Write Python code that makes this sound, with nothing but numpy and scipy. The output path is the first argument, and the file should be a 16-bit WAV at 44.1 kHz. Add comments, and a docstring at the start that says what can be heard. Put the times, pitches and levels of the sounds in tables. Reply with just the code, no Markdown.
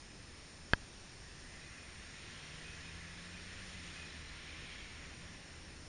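"""A quiet garden

A small mono camera lies near the ground; its plastic body rings with one sharp click, later a tiny one.
A breeze swells through long leaves and dies away, a far engine speeds up and drops back, and a far bird
pipes faintly. Beneath lie a traffic drone, outdoor rumble, microphone hiss and electronic whine and hum."""
import sys
import numpy as np
from scipy import signal
from scipy.fft import rfft, irfft, next_fast_len
from scipy.io import wavfile
from scipy.ndimage import uniform_filter1d, map_coordinates

SR = 44100
rng = np.random.default_rng(int(sys.argv[2]) if len(sys.argv) > 2 else 0)


def materialize(psi):
    """Save the field psi as 16-bit PCM at rate SR to the path in sys.argv[1].

    A 1-D psi becomes a single channel; in a 2-D psi each row is a channel.
    """
    bounded = np.clip(np.atleast_2d(psi).T, -1, 1)
    quanta = np.round(bounded * 32767).astype(np.int16)
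    wavfile.write(sys.argv[1], SR, quanta)


N = 259308


# Resonant modes of the camera body: pitch_hz, level_db, t60_s
BODY_MODES = [(670, -15, 0.0055), (982, -25, 0.03), (1310, -23.5, 0.024), (1630, -4, 0.012),
              (1950, -24, 0.016), (2545, -16, 0.012), (3090, -11.5, 0.0067), (3490, -25, 0.011),
              (4290, -11.5, 0.0032), (5100, -27, 0.0027), (7400, -20, .005), (9200, -19.5, 0.01)]
# Snaps in the body: start_s, gain_db
CLICKS = [(0.7347, -6.5), (4.032, -40)]
def click(push_db=-11, push_s=0.0035, crack_db=-21.5, crack_t60_s=0.0042, rise_s=0.0001):
    """Impulse response: a snap in plastic gives damped modes, a crack and one low push of pressure."""
    t = np.arange(SR // 10) / SR
    ring = sum(amp(db - 60 * t / t60) * np.sin(2 * np.pi * hz * t) for hz, db, t60 in BODY_MODES)
    push = amp(push_db) * (1 - t / push_s) * np.exp(-t / push_s)
    crack = amp(crack_db - 60 * t / crack_t60_s) * rng.standard_normal(len(t))
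    snap = (ring + push + crack) * (1 - np.exp(-t / rise_s))
    out = np.zeros(N + SR)
    for start_s, gain_db in CLICKS:
        out[round(start_s * SR):][:len(t)] += amp(gain_db) * snap
    # the casing passes 14 dB less above 5600 Hz
    return filtered(out[:N], lambda hz: amp(-14 * (1 - 1 / (1 + (hz / 5600) ** 20))))


# Spectra of the leaves' rustle and of its bright edge: frequency_hz, relative_db
RUSTLE_SPECTRUM = [(500, -34.5), (900, -16), (1070, -8), (1230, -12.5), (1400, -4.5), (1550, -6.5),
                   (1740, 0.5), (1900, -1.4), (2060, -0.5), (2250, -8.5), (2500, -4), (2800, -6.5),
                   (4000, -16.5), (9000, -35.5)]
EDGE_SPECTRUM = [(1000, -22), (1700, -12), (2250, 5.5), (2600, 2.5), (3200, 4), (4100, 1.5), (4900, -6),
                 (6500, -10.5), (9600, -29.5)]
# Puffs of air: crest_s, half_width_s, level_db, tilt_db_per_octave
PUFFS = [(2.47, 0.38, -59.5, -1), (3.86, 0.48, -59.5, 2.2), (4.67, 0.38, -55.5, -4)]
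def breeze(start_s=1.34, end_s=5.89, attack_s=0.85, release_s=0.74, lull_share=0.22):
    """Flow noise: leaves rustle as the air swells; each puff adds an edge of its own brightness."""
    t = np.arange(N) / SR
    rise = 1 - np.exp(-np.maximum(t - start_s, 0) / attack_s)
    fall = 1 - np.exp(-np.maximum(end_s - t, 0) / release_s)
    swell = lull_share + (1 - lull_share) * rise * fall
    rustle = amp(-55.5) * shaped_noise(RUSTLE_SPECTRUM, patchy_db=1.0)
    edge = amp(-62) * shaped_noise(EDGE_SPECTRUM, patchy_db=3.0)
    out = swell * (rustle + edge)
    for crest_s, half_width_s, level_db, tilt in PUFFS:
        tilted = [(hz, db + tilt * np.log2(hz / 3000)) for hz, db in EDGE_SPECTRUM]
        envelope = amp(level_db) * np.exp(-((t - crest_s) / half_width_s) ** 2)
        out += envelope * shaped_noise(tilted, patchy_db=-1.0)
    return out


# Hollow band of the rustle: time_s, centre_hz, level_db
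SOUGH_TRACK = [(0, 1800, -89), (1.1, 1800, -77), (1.4, 1840, -62.5), (1.95, 2047, -67.5), (2.5, 2074, -69),
               (4.15, 2250, -75), (4.6, 2350, -61), (5.05, 2200, -67), (5.45, 1950, -78)]
def sough(width_hz=430):
    """Narrowband flow noise: a hollow band leads the rustle in and climbs with the flow."""
    centre_hz, level_db = curves(SOUGH_TRACK)
    return amp(level_db) * noise_band(centre_hz, width_hz)


# Exhaust of the far engine: time_s, firing_hz, first_harmonic_db, second_harmonic_db
EXHAUST_TRACK = [(0, 79.2, -69.5, -86), (1.7, 75.6, -70, -76), (2.25, 75, -62, -67.5), (2.42, 74, -69, -63),
                 (2.56, 77.2, -62, -58.5), (2.85, 81.72, -59.5, -62), (3.25, 87.3, -61, -58.5),
                 (3.64, 93.6, -59, -60.5), (3.95, 84.8, -60.5, -62.5), (4.2, 78.5, -63.5, -62.5),
                 (4.35, 77.4, -67, -67.5), (4.6, 81, -64.5, -64), (5, 82.5, -75, -73),
                 (5.25, 84.9, -63, -59.5), (5.45, 84.7, -73, -72), (5.88, 85, -72, -70)]
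def engine():
    """Periodic firing makes a harmonic series, of which only the lowest two tones carry this far."""
    firing_hz, first_db, second_db = curves(EXHAUST_TRACK)
    phase = phase_of(firing_hz * (1 + 0.0032 * wobble(24)))
    harmonics = amp(first_db) * np.sin(phase) + amp(second_db) * np.sin(2 * phase)
    return np.sqrt(2) * amp(0.7 * wobble(8.7)) * harmonics


# Notes of the far bird: start_s, length_s, pitch_hz, gain_db
BIRD_NOTES = [(1.55, 0.37, 2480, -66), (2.63, 0.15, 2520, -59), (2.825, 0.11, 2490, -58.5),
              (3.273, 0.14, 2470, -60), (3.94, 0.14, 2500, -55)]
def bird(blur_hz=18, scatter_hz=120, scatter_db=-4):
    """Scattering: soft notes of level pitch blur slightly on their way through the trees."""
    t = np.arange(N) / SR
    out = np.zeros(N)
    for start_s, length_s, pitch_hz, gain_db in BIRD_NOTES:
        progress = np.clip((t - start_s) / length_s, 0, 1)
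        envelope = np.sqrt(np.abs(np.sin(np.pi * progress)))
        direct = np.sin(phase_of(pitch_hz + blur_hz * wobble(150)))
        scattered = amp(scatter_db) * noise_band(pitch_hz, scatter_hz)
        out += amp(gain_db) * envelope * (direct + scattered)
    return out


# Drone of far traffic: time_s, level_db
DRONE_LEVELS = [(0, -74.5), (3.7, -69), (4.25, -60.5), (4.7, -59), (5.2, -61.5), (5.88, -65)]
def traffic(pitch_hz=75.8):
    """Random modulation: far traffic holds one low note, unsteady in level and pitch."""
    level_db, = curves(DRONE_LEVELS)
    envelope = np.sqrt(2) * amp(level_db + 2.0 * wobble(5))
    return envelope * np.sin(phase_of(pitch_hz * (1 + 0.0148 * wobble(8))))


# Whine of the camera: time_s, centre_hz
WHINE_TRACK = [(0, 5190), (.5, 5280), (.72, 5430), (.95, 5520), (1.2, 5370), (1.45, 5300), (1.8, 5480),
               (2.8, 5335), (4.6, 5400), (5.25, 5530), (5.88, 5330)]
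def electronics(frame_hz=30.04, sag_hz=340, overshoot_hz=290, whine_db=-63.5, hum_db=-67.0):
    """Frequency modulation: over a hum, a whine sags between picture frames, overshoots and settles."""
    t = np.arange(N) / SR
    frame_phase = (t - 0.0148) * frame_hz % 1
    pause_share, settle_share = 0.25, 0.2
    in_pause = frame_phase < pause_share
    settling_hz = overshoot_hz * np.exp(-(frame_phase - pause_share) / settle_share)
    load = 1 + 0.35 * wobble(30)
    pull_hz = uniform_filter1d(load * np.where(in_pause, -sag_hz, settling_hz), size=220)  # 5 ms glide
    waver_hz = 55 * wobble(500) + 90 * wobble(120) + 40 * wobble(20)
    centre_hz, = curves(WHINE_TRACK)
    dip_db = uniform_filter1d(-2.8 * in_pause, size=220)
    whine = amp(whine_db + dip_db + wobble(60)) * np.sin(phase_of(centre_hz + pull_hz + waver_hz))
    hum = amp(hum_db) * np.sin(2 * np.pi * 2 * frame_hz * t)
    return whine + hum


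# Spectra of outdoor rumble and microphone hiss: frequency_hz, relative_db
RUMBLE_SPECTRUM = [(8, -3), (30, 0), (50, 1), (80, -2), (120, -3.5), (200, -6.5), (260, -8.5), (340, -9),
                   (420, -12.5), (600, -15), (850, -19), (1500, -23.5), (4000, -45)]
HISS_SPECTRUM = [(100, -9.5), (600, -7.5), (900, -2), (1350, -1), (1850, 3.5), (2150, 0.5), (2400, 2.5),
                 (3000, -1.3), (3700, -1.5), (4400, 0.1), (4800, -1.5), (5800, -0.3), (6350, -3.5),
                 (6850, -0.9), (7300, -6.5), (9600, -3.5)]
# Strength of the hiss: time_s, level_db
HISS_LEVELS = [(0, -56), (1, -55.5), (2.3, -54), (3.4, -54), (3.95, -53), (4.25, -55.5), (5.88, -56)]
def noise_floor(rumble_start_db=-56.5, growth_db_per_s=0.236):
    """Broadband noise: a slowly growing distant rumble adds to the microphone's own hiss."""
    rumble_db = rumble_start_db + growth_db_per_s * np.arange(N) / SR
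    hiss_db, = curves(HISS_LEVELS)
    rumble = amp(rumble_db) * shaped_noise(RUMBLE_SPECTRUM, patchy_db=0.72)
    hiss = amp(hiss_db) * shaped_noise(HISS_SPECTRUM, patchy_db=1.2)
    return rumble + hiss


def shaped_noise(spectrum, patchy_db):
    """Spectral shaping: noise of rms 1, with patches of random gain in time and frequency."""
    bins = signal.stft(rng.standard_normal(N), nperseg=512)[2]
    patches = uniform_filter1d(rng.standard_normal(bins.shape), size=4, axis=0)
    patches = uniform_filter1d(patches, size=14, axis=1)
    noise = signal.istft(bins * amp(patchy_db * unit(patches)), nperseg=512)[1][:N]
    knots_hz, db = np.transpose(spectrum)
    return unit(filtered(noise, lambda hz: amp(np.interp(np.log(hz + 1), np.log(knots_hz), db))))


def noise_band(centre_hz, width_hz):
    """Quadrature modulation: narrowband noise of rms 1 around a centre that may move."""
    phase = phase_of(centre_hz * np.ones(N))
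    return unit(wobble(width_hz) * np.cos(phase) + wobble(width_hz) * np.sin(phase))


def filtered(x, response):
    """Linear filtering: the spectrum of x times a frequency response."""
    size = next_fast_len(N + SR // 2)
    return irfft(rfft(x, size) * response(np.fft.rfftfreq(size, 1 / SR)), size)[..., :N]


def wobble(rate_hz):
    """Spline interpolation: a smooth curve through rate_hz random knots a second."""
    knots = rng.standard_normal(int(N * rate_hz / SR) + 4)
    return map_coordinates(knots, [np.arange(N) * rate_hz / SR])


def curves(rows):
    """Linear interpolation: one value per sample for each column after the time."""
    time_s, *columns = np.transpose(rows)
    return [np.interp(np.arange(N) / SR, time_s, column) for column in columns]


def phase_of(hz):
    """Phase is the running integral of frequency."""
    return 2 * np.pi * np.cumsum(hz) / SR


def amp(db):
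    """Decibels to amplitude ratio."""
    return 10 ** (np.asarray(db) / 20)


def unit(x):
    """Normalisation to rms 1."""
    return x / np.sqrt(np.mean(x ** 2) + 1e-20)


def scene():
    """Superposition: all sources add in one signal, which feeds both channels."""
    mono = noise_floor() + electronics() + breeze() + sough() + engine() + traffic() + bird() + click()
    return np.array([mono, mono])


def record(dry):
    """Band limiting: the camera notches out a band near 8 kHz and passes nothing above 9.7 kHz."""
    notch = lambda hz: 1 - np.exp(-((hz - 7930) / 360) ** 4)
    return filtered(dry, lambda hz: notch(hz) * (hz < 9700))


dry = scene()
out = record(dry)
materialize(out)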